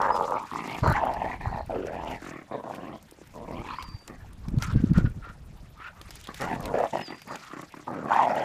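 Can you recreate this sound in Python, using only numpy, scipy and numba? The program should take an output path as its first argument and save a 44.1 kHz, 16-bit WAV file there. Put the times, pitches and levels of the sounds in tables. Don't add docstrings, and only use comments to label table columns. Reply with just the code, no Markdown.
import sys
import numpy as np
from scipy import signal
from scipy.io import wavfile
from scipy.ndimage import uniform_filter1d
from numba import njit

SR = 44100
rng = np.random.default_rng(int(sys.argv[2]) if len(sys.argv) > 2 else 0)


def elevation(decibels):
    levels = np.asarray(decibels, float)
    return 10 ** (levels / 20)


def wav_out(sig):
    wavfile.write(sys.argv[1], SR, np.round(np.clip(np.atleast_2d(sig).T, -1, 1) * 32767).astype(np.int16))


N = 372204

FOLD_MANNERS = {"roar": (98, .4, .43), "rattle": (90, .3, .33), "bark": (105, .6, .07),
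                "snarl": (95, 1.0, .33), "grumble": (50, .8, .2), "deep": (85, .35, .05)}
BODY_COLOUR = {"roar": (0.59, -0.85, -26.5), "rattle": (-0.34, -0.55, -11), "bark": (-4, 0.1, -16.5),
               "snarl": (0.22, 0.82, 1.7), "grumble": (1.7, -0.4, -11), "deep": (4.6, -10.5, -13)}
# start_s, length_s, start_db, end_db, mouth_hz (midway)
ROARS = [
    (0.0, 0.12, -31, -27, 950),
    (.143, 0.11, -28.5, -27.5, 830),
    (.279, .09, -32.5, -26, 890),
]
RATTLES = [(2.515, 0.04, -36.5, -29.5, 663), (2.56, 0.044, -47, -36.5, 640), (2.64, 0.32, -41.5, -44, 700),
           (3.344, 0.11, -42.5, -43.5, 583), (3.48, 0.14, -39.5, -42.5, 706), (4.08, 0.07, -47, -52, 754),
           (6.405, 0.052, -32.5, -33.5, 800), (6.58, .15, -42, -32.5, 707),
           (7.876, 0.057, -35.5, -38.5, 833.4), (7.93, .11, -39.5, -44, 542.4),
           (8.045, 0.056, -33, -34.5, 774.6)]
BARKS = [(.37, 0.082, -32, -40, 953), (.945, 0.148, -27.5, -26, 786), (1.1, 0.14, -28, -39.5, 688),
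         (1.22, 0.14, -27, -41, 790), (1.41, 0.2, -42, -37, 760), (3.64, 0.1, -45.5, -35.5, 986),
         (3.788, 0.16, -40.5, -59, 1130), (6.46, .1, -33, -31.5, 800.6), (6.742, 0.062, -24.5, -24, 533),
         (6.8, 0.062, -23, -29.5, 604), (8.112, 0.07, -25, -22, 928), (8.19, 0.098, -17.5, -26, 740),
         (8.29, 0.15, -27, -28, 635)]
SNARLS = [
    (.836, 0.083, -25.5, -27.5, 957),
    (6.29, 0.013, -31.5, -42.5, 1010),
    (7.275, 0.033, -46.5, -42, 893),
    (7.31, 0.046, -36.5, -39.5, 870),
    (7.39, 0.11, -54.5, -62, 1110),
]
GRUMBLES = [
    (.525, 0.1, -41, -40, 1093),
    (.63, 0.16, -40, -37.5, 900),
    (6.935, 0.083, -28.5, -41.5, 716),
    (7.095, 0.06, -44.5, -51, 1040),
]
DEEP_GROWLS = [
    (1.697, .035, -39, -37, 660),
    (1.735, .035, -35, -33, 520),
    (1.775, .03, -38, -39, 340),
    (1.805, .03, -40, -40, 300),
    (1.855, .06, -41, -41, 540),
    (1.92, .09, -40, -37, 700),
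    (2.01, .15, -39, -40, 760),
]
# time_s, muzzle_hz, lips_drawn_db, chest_turned_db
POSTURE = [
    [(0.0, 1750, 2, -3), (.36, 1440, -38, -5.5), (.53, 1900, 6, 6), (.75, 2200, 9, 1.5),
     (.86, 1169, -4, 6.5), (.95, 1850, 0, -1), (1.04, 1890, -7.5, 0), (1.35, 1850, 4.5, 5.5),
     (1.65, 1717, 1, 1.5)],
    [(1.75, 1250, 11, 0), (1.93, 1566, 10.5, -2.5), (2.1, 2080, 10, -0.5), (2.25, 1560, 31, 5),
     (2.42, 2030, 1, 6), (2.6, 1493, -7, 3), (2.76, 1384, -1.5, 5), (2.9, 1990, -5, 7.5)],
    [(3.35, 1940, -20, 2), (3.58, 2220, 0.5, 9.5), (3.73, 2538, 4.5, 0.5), (3.9, 1700, -7, -14),
     (4.1, 1935, 0.5, 7)],
    [(6.3, 1680, 2, 4), (6.43, 2033, 4.5, 8.5), (6.72, 1430, -3.5, 5), (6.8, 1850, -3, -2),
     (6.9, 1780, -1, 4.5), (7.03, 1897, 11, 4), (7.33, 1772, -3.5, 4), (7.58, 1968, 7, -20),
     (8.0, 1540, -8.5, 14), (8.15, 1740, 1.5, -3.5), (8.32, 1930, -1.5, 2.5)],
]
# multiple_of_lip_hz, width_hz, level_db (re lips)
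UPPER_LIP = [(1.38, 310, -9)]
# start_s, peak_db
HARD_FLAPS = [(.029, -11), (.106, -6), (0.143, -12), (.209, -13), (0.279, -13), (0.321, -7.5), (0.514, -19),
              (0.535, -18), (0.558, -13.5), (0.591, -16), (0.861, -4.5), (1.037, -7), (1.069, -6.5),
              (1.457, -13.5), (2.639, -23), (2.667, -23), (2.676, -22), (2.699, -22), (2.709, -17),
              (3.708, -17.5), (3.785, -17.5), (6.289, -56), (6.742, -26.5), (6.838, -7.5), (6.955, -8),
              (6.972, -23), (6.995, -20), (7.74, -26), (7.879, -16.5), (8.107, -7), (8.117, -1.5),
              (8.148, -12), (8.18, -10), (8.27, -12), (8.318, -13.5), (8.369, -14.5)]
# start_s, length_s, flaps_per_s, peak_db
HARD_RUNS = [
    (.0025, .115, 101, -11),
    (.154, .05, 91, -15),
    (1.528, .09, 63, -20),
    (8.131, .07, 63, -7),
]
# start_s, length_s, flaps_per_s, peak_db
SOFT_RUNS = [
    (1.696, .08, 93, -22),
    (1.784, .07, 95, -22),
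    (1.87, .1, 83, -27),
]
# start_s, length_s, level_db, start_hz, end_hz
RASPS = [(0.0, 0.11, -36.5, 1460, 1680), (0.85, 0.13, -32.5, 1220, 1620), (0.94, 0.026, -32, 1980, 2000),
         (.493, .012, -47, 1100, 1150), (0.365, 0.022, -45, 2260, 2370), (1.43, .04, -44, 2000, 1800),
         (1.317, 0.028, -43, 1970, 2320), (1.061, 0.068, -46.5, 1570, 1570), (1.746, 0.13, -52, 1250, 1380),
         (2.027, 0.12, -40.5, 605, 600), (2.222, 0.17, -51, 1486, 2110), (7.422, 0.18, -47, 1230, 1089),
         (2.495, .012, -50, 700, 750), (3.655, 0.11, -52, 1560, 1800), (5.803, 0.089, -55, 1900, 1800),
         (6.415, 0.067, -40, 1200, 1500), (6.754, 0.1, -43, 1250, 1150), (7.28, 0.085, -46, 1000, 1420),
         (7.939, 0.08, -42, 1270, 1259), (8.114, 0.072, -32, 1400, 1822), (8.3, 0.17, -41, 1310, 1618)]
# centre_hz, width_hz, level_db (re rasp)
THROAT = [(3020, 770, -22.5), (4610, 120, -35), (5900, 1050, -26), (6840, 450, -28.5)]
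# peak_s, level_db, rise_s, fall_s (rise and fall through 10 dB)
SCUFFS = [(.16, -48, 0.044, 0.37), (.8, -46.5, 0.53, 0.023), (1.1, -57, 0.57, 0.82),
          (1.675, -52, 0.018, 0.065), (1.93, -59, 0.025, 0.05), (2.11, -48, 0.053, 0.025),
          (2.28, -48.5, 0.081, 0.044), (2.75, -47.5, 0.042, 0.021), (3.8, -58, 1.17, 0.23),
          (4.63, -34.5, 0.01, 0.035), (4.72, -54.5, .05, 0.26), (4.98, -49, 0.02, 0.027),
          (6.16, -51, 0.15, 0.69), (6.42, -42.5, 0.096, 0.14), (6.65, -49.5, 0.35, 0.11),
          (6.96, -49.5, 0.27, 0.31), (7.36, -48.5, 0.15, 0.24), (7.62, -56, 0.23, 0.92),
          (8.15, -52.5, 0.11, 2.8)]
# centre_hz, level_db (per Hz)
GRASS_COLOUR = [(1470, 8), (2500, 6.5), (3370, 1.5), (4170, 0.5), (8480, -4), (11200, -50), (15500, 28)]
# peak_s, level_db, rise_s, fall_s (rise and fall through 10 dB)
GUSTS = [(.11, -47.5, 0.24, 0.2), (.56, -51, 0.063, 0.038), (.88, -28.5, 0.044, 0.093),
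         (1.15, -41.5, 0.22, 0.48), (1.47, -37, 0.17, 0.38), (2.08, -42.5, 0.17, 0.14),
         (2.87, -57, 0.16, 0.44), (3.6, -41, 0.2, 0.077), (3.94, -42.5, 0.3, 0.026),
         (4.25, -44.5, 0.18, 0.7), (4.55, -29, 0.1, 0.18), (4.76, -24.5, 0.052, 0.068),
         (5.02, -26, 0.31, 0.12), (5.55, -44, 0.91, 0.26), (6.07, -46.5, 0.16, 0.28),
         (6.67, -39, 0.26, 0.095)]
# start_s, peak_db, swing_hz
EDDIES = [(0.824, -12.5, 121), (0.876, -15.5, 108), (1.464, -19.5, 88), (3.598, -29, 137), (3.94, -27, 94),
          (4.539, -16.5, 202), (4.571, -13, 151), (4.726, -14, 93), (4.767, -12, 123), (4.838, -5, 211),
          (4.912, -8.5, 183), (4.98, -10, 158), (5.047, -11.5, 134)]
# centre_hz, level_db (per Hz)
HUSH_COLOUR = [(35, -34), (60, -9), (139, 5), (351, -9), (497, -5.5), (1050, -8.5), (2780, -20),
               (6260, -24), (15500, -32)]
# start_s, peak_db, ring_hz
TAGS = [(0.0164, -56, 8090), (0.154, -45, 12200), (0.297, -47, 8100), (0.7667, -47, 11900),
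        (0.7966, -42, 12000), (0.8744, -42, 10900), (0.9, -32, 11300), (0.924, -28.5, 11000),
        (1.053, -35, 10800), (1.1376, -41, 8000), (1.4152, -47, 11000), (1.6611, -41, 9600),
        (2.218, -42, 8300), (2.2508, -41.5, 8200), (2.748, -39, 9600), (3.0267, -42, 8500),
        (3.1113, -37, 8900), (3.2735, -43, 8700), (3.6032, -51, 9620), (3.832, -41, 9600),
        (4.0745, -45, 8680), (4.2887, -53, 12000), (4.3316, -44, 8500), (4.484, -54, 8900),
        (4.5052, -48, 8040), (4.5845, -58, 8240), (4.6255, -40, 7900), (4.7245, -43, 10900),
        (4.9337, -47, 8970), (4.978, -35.5, 8700), (5.0983, -48, 9200), (6.0142, -42, 8700),
        (6.107, -37, 11600), (6.1552, -35, 9400), (6.3454, -39, 10500), (6.4098, -42, 8250),
        (6.4767, -51, 8074), (6.6054, -34, 8740), (6.6555, -27.5, 8100), (6.8402, -40, 8800),
        (7.219, -43, 9530), (7.2759, -42, 9700), (7.359, -44, 7800), (7.616, -37, 14400),
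        (7.751, -47, 8560), (8.3552, -36, 9800)]
# start_s, peak_db, ring_hz
TICKS = [(0.017, -27, 5500), (0.876, -27, 4130), (0.9226, -38, 4100), (1.138, -36, 5140),
         (1.869, -34, 6040), (2.0807, -44, 4805), (3.111, -45, 9200), (3.825, -26.5, 4450),
         (4.078, -29.5, 7340), (4.332, -45.5, 8850), (4.484, -35, 5200), (4.5855, -33.5, 4320),
         (4.6233, -18, 5700), (4.935, -38, 4630), (6.0142, -32, 3370), (6.1068, -27.5, 5100),
         (6.1556, -33, 9700), (6.272, -28, 3350), (6.344, -25.5, 3612), (6.3948, -41, 3990),
         (6.4108, -25.5, 5400), (6.657, -26, 3940), (6.787, -34, 6860), (7.218, -31, 2470),
         (7.357, -29, 6820), (7.618, -38, 7300)]
# time_s, pitch_hz, level_db
WHISTLES = [
    [(.11, 4900, -63), (.13, 5090, -54), (.18, 5030, -62)],
    [(3.77, 4900, -70), (3.83, 4870, -63), (3.87, 4690, -61), (3.95, 4670, -59.5), (4.0, 4650, -63),
     (4.07, 4650, -73)],
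    [(6.985, 5083, -72), (7.025, 5200, -54), (7.05, 4940, -51), (7.085, 4640, -52), (7.13, 4770, -66),
     (7.24, 4760, -69)],
    [(7.28, 4800, -65), (7.35, 4800, -64)],
]
# start_s, length_s, level_db, start_hz, end_hz
STREAKS = [(.85, .08, -49, 4300, 4250), (.935, .04, -50, 2900, 3050), (1.01, 0.076, -52, 2660, 3050),
           (1.15, 0.095, -55, 2660, 2860), (1.28, .075, -67, 4030, 4200), (1.43, 0.21, -62, 4000, 4200),
           (1.75, 0.15, -56, 2680, 2550), (1.93, 0.088, -54, 2480, 2690), (2.08, 0.035, -47, 2900, 2850),
           (2.53, 0.054, -58.5, 3730, 3500), (2.81, 0.073, -57.5, 2550, 2600),
           (2.935, 0.042, -59, 2970, 3330), (3.66, .11, -56, 3600, 4400), (5.838, .04, -52, 2640, 2550),
           (6.735, 0.094, -54.5, 2630, 2706), (8.12, .13, -49.5, 3200, 3320), (8.27, .07, -60, 5100, 5400),
           (8.36, 0.095, -49.5, 2580, 3060)]
# start_s, length_s, flaps_per_s, peak_db, share_gone_at_peak, slowing_per_flap
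CREAKS = [
    (2.221, .17, 51, -31, .4, .028),
    (7.08, .05, 47, -31, .5, 0),
    (7.501, .14, 32, -30, .6, 0),
    (7.739, .095, 36, -37, .4, 0),
]
# start_s, peak_db
PAWS = [
    (3.123, -42),
    (3.187, -44),
    (3.215, -38.5),
    (4.024, -51),
    (4.985, -21),
    (5.27, -43),
    (5.799, -48),
    (6.012, -45),
    (6.092, -45.5),
]
# start_s, length_s, level_db, mouth_hz
PANTS = [(4.21, 0.021, -53, 1660), (4.447, 0.011, -48.5, 1110), (4.635, 0.082, -34.5, 1334),
         (4.765, 0.07, -46, 1560), (4.888, 0.01, -48, 1360), (4.967, 0.036, -33, 1400),
         (5.057, 0.013, -46, 1450), (5.245, 0.067, -42.5, 1360), (5.8, .02, -42, 1240),
         (5.818, 0.03, -38.5, 1385), (5.862, .02, -40.5, 1430), (5.968, 0.3, -51.5, 1190)]


def rms_one(x):
    return x / np.sqrt(np.mean(x ** 2) + 1e-20)


def evened(x, over_s):
    return x / np.sqrt(uniform_filter1d(x ** 2, int(over_s * SR)) + 1e-12)


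def cut(x, hz, kind, order=2):
    return signal.sosfilt(signal.butter(order, hz, kind, fs=SR, output="sos"), x)


def drift(rate):
    r = np.exp(-80 * np.pi * rate / SR)
    chance = rng.standard_normal(N // 40 + 2002)
    slow = signal.lfilter([1], [1, -2 * r, r * r], chance)[2000:]
    return np.interp(np.arange(N) / 40, np.arange(len(slow)), rms_one(slow))


@njit
def ring_loop(x, c, r):
    out = np.zeros(len(x))
    for i in range(2, len(x)):
        out[i] = (1 - r) * (x[i] - x[i - 2]) + 2 * r * c[i] * out[i - 1] - r * r * out[i - 2]
    return out


def cavity(x, hz, width_hz):
    return ring_loop(x + 1e-18, np.cos(2 * np.pi * hz / SR) + np.zeros(N), np.exp(-np.pi * width_hz / SR))


def pouch(x, hz, width_hz):
    return cavity(cavity(cavity(x, hz, width_hz), hz, 3 * width_hz), hz, 4 * width_hz)


def coloured(spectrum, patchy_db):
    out = 0
    white = rng.standard_normal((2, N))
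    hz, level_db = np.transpose(spectrum)
    edges = 60 * 2 ** np.arange(0, 8.4, .5)
    for k, (low, high) in enumerate(zip(edges, edges[1:])):
        gain_db = np.interp(np.log(low * high) / 2, np.log(hz), level_db, left=-110)
        flicker_db = patchy_db * drift(23.5)
        out = out + elevation(gain_db + flicker_db) * cut(white[k % 2], [low, high], "band")
    return rms_one(out)


def per_ms(values):
    return np.interp(np.arange(N) / SR, np.arange(len(values)) / 1000, values)


def in_time(rows):
    s, *columns = np.transpose(rows)
    return [np.interp(np.arange(N) / SR, s, c) for c in columns]


def pushes(s, length_s, attack_db_per_s, release_db_per_s):
    since = np.arange(N / SR * 1000 + 1) / 1000 - s[:, None]
    over = since - length_s[:, None]
    gone = np.clip(since / length_s[:, None], 0, 1)
    return gone, np.minimum(0, np.minimum(since * attack_db_per_s, -over * release_db_per_s))


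def glides(rows, attack_db_per_s, release_db_per_s):
    s, length_s, db, start_hz, end_hz = np.transpose(rows)
    gone, edge_db = pushes(s, length_s, attack_db_per_s, release_db_per_s)
    level_db = db[:, None] + edge_db
    hz = start_hz[:, None] + gone * (end_hz - start_hz)[:, None]
    now = level_db.argmax(axis=0), np.arange(gone.shape[1])
    return per_ms(level_db[now]), per_ms(hz[now])


def swells(rows, still_db):
    t = np.arange(N / SR * 1000 + 1) / 1000
    each = [db - 10 * np.maximum((s - t) / rise_s, (t - s) / fall_s) for s, db, rise_s, fall_s in rows]
    return per_ms(np.maximum(np.max(each, axis=0), still_db))


def strikes(events):
    out = np.zeros(N)
    for s, peak_db, *_ in events:
        out[min(round(s * SR), N - 1)] = elevation(peak_db)
    return out


def runs(table):
    rows = []
    for s, length_s, per_s, peak_db in table:
        at = np.arange(s, s + length_s, 1 / per_s)
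        late, uneven = rng.standard_normal((len(at), 2)).T
        rows += zip(at + .0006 * late, peak_db + 2.0 * uneven)
    return rows


def folds(per_s, breath, jitter, shimmer_db):
    turns = np.cumsum(per_s * np.exp(jitter * drift(40) + .1 * drift(4))) / SR
    strength = elevation(shimmer_db * drift(21.5))
    slaps = np.diff(np.floor(turns), prepend=0) * strength
    puffs = evened(strength * np.exp(-1.5 * (turns % 1)) * rng.standard_normal(N), 0.46)
    return evened(slaps, 0.03) + 2.0 * breath * puffs, puffs


def effort():
    kinds = dict(roar=ROARS, rattle=RATTLES, bark=BARKS, snarl=SNARLS, grumble=GRUMBLES, deep=DEEP_GROWLS)
    rows = np.array(sorted(row + FOLD_MANNERS[name] + BODY_COLOUR[name]
                           for name in kinds for row in kinds[name]))
    s, length_s, start_db, end_db, hz = rows[:, :5].T
    gone, edge_db = pushes(s, length_s, attack_db_per_s=2200, release_db_per_s=894)
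    hold_db = start_db[:, None] + gone * (end_db - start_db)[:, None]
    now = np.argmax(hold_db + edge_db, axis=0), np.arange(gone.shape[1])
    manner = uniform_filter1d(rows[now[0], 5:], size=25, axis=0).T
    jaw_hz = np.interp(np.arange(N) / SR, s + length_s / 2, hz)
    return per_ms(hold_db[now]), per_ms(edge_db[now]), jaw_hz, [per_ms(m) for m in manner]


def growl_mouth(voice, mouth_hz, split):
    width_hz = 125
    back = elevation(2) * pouch(voice, mouth_hz * (1 - split), width_hz)
    front = pouch(voice, np.minimum(mouth_hz * (1.133 + 1.184 * split), 1200), width_hz)
    return evened(pouch(voice, mouth_hz, width_hz) - back - front, 0.054)


def growl_chest(voice):
    chest = evened(pouch(voice, 205.6, 132), 0.22)
    return chest + elevation(-6) * evened(pouch(voice, 151, 83), 0.08)


def growl_lips(voice, puffs, lip_hz, nose_db):
    airy = puffs + 0.28 * voice
    upper = 0
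    for times, width_hz, db in UPPER_LIP:
        level = elevation(db + 4.0 * drift(8.7))
        upper = upper + level * pouch(airy, times * lip_hz * np.exp(0.05 * drift(4.2)), width_hz)
    lips = pouch(airy, lip_hz, 200) + elevation(-2.5) * cavity(airy, 1.084 * lip_hz, 220)
    nose = elevation(nose_db - 11 + 1.0 * drift(23)) * pouch(puffs, 4220, 450)
    return evened(lips - upper + nose, 0.74)


def growls():
    mouth_db, edge_db, mouth_hz, manner = effort()
    per_s, breath, split, chest_db, lip_db, nose_db = manner
    lip_hz, bared_db, turned_db = in_time(sum(POSTURE, []))
    above_usual_db = mouth_db + 35
    chest_db = chest_db + turned_db - 43 + 0.67 * above_usual_db
    lip_db = lip_db + bared_db - 46.5 + 0.59 * above_usual_db
    voice, puffs = folds(per_s, breath, jitter=.22, shimmer_db=3.0)
    mouth_hz = mouth_hz * np.exp(0.05 * drift(22.4))
    lip_hz = lip_hz * np.exp(.04 * drift(20))
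    mouth = elevation(mouth_db) * growl_mouth(voice, mouth_hz, split)
    chest = elevation(chest_db) * growl_chest(voice)
    lips = elevation(lip_db) * growl_lips(voice, puffs, lip_hz, nose_db)
    hard = pouch(cut(strikes(HARD_FLAPS + runs(HARD_RUNS)), 1920, "low"), mouth_hz, 226)
    soft = cavity(cut(strikes(runs(SOFT_RUNS)), 900, "low"), mouth_hz, 150)
    soft = cavity(soft, mouth_hz, 300)
    return elevation(edge_db) * (mouth - chest - lips) + elevation(30.5) * hard + elevation(38.0) * soft


def rasps():
    level_db, gap_hz = glides(RASPS, attack_db_per_s=710, release_db_per_s=620)
    air = rng.standard_normal(N) * elevation(4.25 * drift(108))
    high = 0
    for hz, width_hz, rel_db in THROAT:
        patches = elevation(rel_db + 3.5 * drift(14))
        high = high + patches * rms_one(pouch(air, hz * np.exp(.02 * drift(8)), width_hz))
    return elevation(level_db) * (evened(pouch(air, gap_hz, 300), 0.36) + high)


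def grass():
    clumps = elevation(3.0 * drift(45))
    sizes = elevation(5.2 * np.minimum(rng.exponential(1, N), 5)) * rng.choice([-1, 1], N)
    snaps = rng.random(N) < 250 * clumps ** 2 / SR
    grains = rms_one(cut(sizes * snaps, [3000, 10000], "band", order=1))
    rustle = clumps * coloured(GRASS_COLOUR, patchy_db=4.5) + 0.29 * grains
    return elevation(swells(SCUFFS, still_db=-68)) * evened(rustle, 0.14)


def wind():
    rumble_db = swells(GUSTS, still_db=-67)
    buffet_db = -42.5 + 1.83 * (rumble_db + 42.5)
    rumble = cut(cut(rng.standard_normal(N), 70, "low"), 28, "high") * elevation(2.5 * drift(8))
    buffet = cut(cut(rng.standard_normal(N), 149.0, "low", order=4), 114, "high")
    buffet = buffet * elevation(12.5 * drift(23.9))
    out = elevation(rumble_db) * evened(rumble, 0.088) + elevation(buffet_db - 6.0) * evened(buffet, 0.19)
    t = np.arange(N) / SR
    for s, peak_db, hz in EDDIES:
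        near = slice(round(s * SR) - 200, round(s * SR) + 1800)
        cycles = (t[near] - s) * hz - .8
        envelope = np.exp(.3 - np.hypot(cycles, .14) / .45)
        out[near] -= elevation(peak_db) * np.cos(2 * np.pi * cycles) * envelope
    return out


def hush():
    return elevation(-56.5) * coloured(HUSH_COLOUR, patchy_db=4.0)


def tags():
    out, t = np.zeros(N + 3000), np.arange(3000) / SR
    chance = rng.standard_normal((len(TAGS), len(t)))
    for (s, peak_db, hz), noise in zip(TAGS, chance):
        rings = np.sin(2 * np.pi * hz * t) + 0.26 * np.sin(2 * np.pi * 0.95 * hz * t)
        rings = rings * elevation(-60 * t / 0.035)
        crack = noise * np.exp(-t / 0.0018)
        out[round(s * SR):][:len(t)] += elevation(peak_db) * (.14 * rings + 0.6 * crack)
    return cut(out[:N], 3400, "high")


def ticks():
    out, t = np.zeros(N + 900), np.arange(900) / SR
    crackle = cut(rng.standard_normal((len(TICKS), len(t))), 2560, "low", order=1)
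    for (s, peak_db, hz), noise in zip(TICKS, crackle):
        ring = np.sin(2 * np.pi * hz * t) * np.exp(-t / 0.00093)
        burst = 0.91 * noise * np.exp(-t / 0.0041) + 0.68 * ring
        out[round(s * SR):][:len(t)] += elevation(peak_db) * burst
    return cut(out[:N], 520, "high")


def whistles():
    t, edge_s = np.arange(N) / SR, 0.0049
    gates = [np.clip(np.minimum(t - c[0][0], c[-1][0] - t) / edge_s + 1, 0, 1) for c in WHISTLES]
    hz, level_db = in_time(sorted(row for call in WHISTLES for row in call))
    tone = np.sin(2 * np.pi * np.cumsum(hz * np.exp(0.0012 * drift(59))) / SR)
    return np.max(gates, axis=0) * elevation(level_db + 8.5 + 2.7 * drift(33)) * tone


def streaks():
    level_db, hz = glides(STREAKS, attack_db_per_s=600, release_db_per_s=670)
    air = rng.standard_normal(N) * elevation(3.5 * drift(70))
    return elevation(level_db) * evened(pouch(air, hz * np.exp(0.033 * drift(19)), 420), 0.21)


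def creaks():
    knocks, mouth_hz = np.zeros(N), 1072
    for s, length_s, per_s, peak_db, peak_at, slowing in CREAKS:
        since = np.arange(0, length_s, 1 / per_s)
        late, uneven = rng.standard_normal((len(since), 2)).T
        at = s + since * (1 + slowing * since * per_s) + .0015 * late
        arch_db = 7.5 * (2 * (since / length_s - peak_at)) ** 2
        knocks[(at * SR).astype(int)] = elevation(peak_db + 2.0 * uneven - arch_db)
    puffs = signal.lfilter([1], [1, -np.exp(-1 / (0.01 * SR))], knocks) * rng.standard_normal(N)
    chest = pouch(elevation(44.5) * cut(knocks, 470, "low") + elevation(12.5) * puffs, 291, 85)
    belly = elevation(41) * pouch(cut(knocks, 200, "low"), 154, 73)
    mouth = elevation(8.5) * (pouch(puffs, mouth_hz, 200) + pouch(puffs, 570, 330))
    lips = elevation(3.5) * pouch(puffs, 1.8 * mouth_hz, 410)
    return chest + belly + mouth + lips


def paws():
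    return elevation(48.0) * cavity(cavity(strikes(PAWS), 309, 68), 520, 540)


def pants():
    s, length_s, db, hz = np.transpose(PANTS)
    gone, edge_db = pushes(s, length_s, attack_db_per_s=602, release_db_per_s=695)
    level_db = db[:, None] - 83 * gone * length_s[:, None] + edge_db
    mouth_db, mouth_hz = per_ms(level_db.max(axis=0)), per_ms(hz[level_db.argmax(axis=0)])
    air = rng.standard_normal(N) * elevation(4.4 * drift(18.5))
    mouth = cavity(cavity(air, mouth_hz, 140), mouth_hz, 840)
    below = elevation(-12.5) * cavity(air, 0.75 * mouth_hz, 220)
    above = elevation(-18.5) * cavity(air, 1.4 * mouth_hz, 220)
    upper = cavity(air, 1.74 * mouth_hz, 320) + elevation(-14.5) * cavity(air, 3000, 1200)
    breath = mouth - below - above - elevation(-24.5) * upper
    return elevation(mouth_db) * evened(cut(breath, 5200, "low", order=4), 0.31)


def lawn(x):
    out = x.copy()
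    for lag_s, echo_db in ((.0021, -20.5), (.023, -15), (.047, -22)):
        lag = round(lag_s * SR)
        out[lag:] += elevation(echo_db) * cut(x, 3600, "low")[:-lag]
    return out


def scene():
    bodies = lawn(growls() + rasps() + streaks() + creaks() + paws() + pants())
    small_sounds = grass() + tags() + ticks() + whistles()
    return (bodies + small_sounds + wind() + hush())[None]


def low_pass(x):
    return signal.sosfilt(signal.butter(12, 16420, fs=SR, output="sos"), x)


def record(dry):
    rounded = 0.79 * np.tanh(dry / 0.83)
    top = signal.cheby2(10, 60, 16300, fs=SR, output="sos")
    mix = signal.sosfilt(top, cut(rounded, 9.3, "high"))
    return low_pass(mix)


dry = scene()
out = record(dry)
wav_out(out)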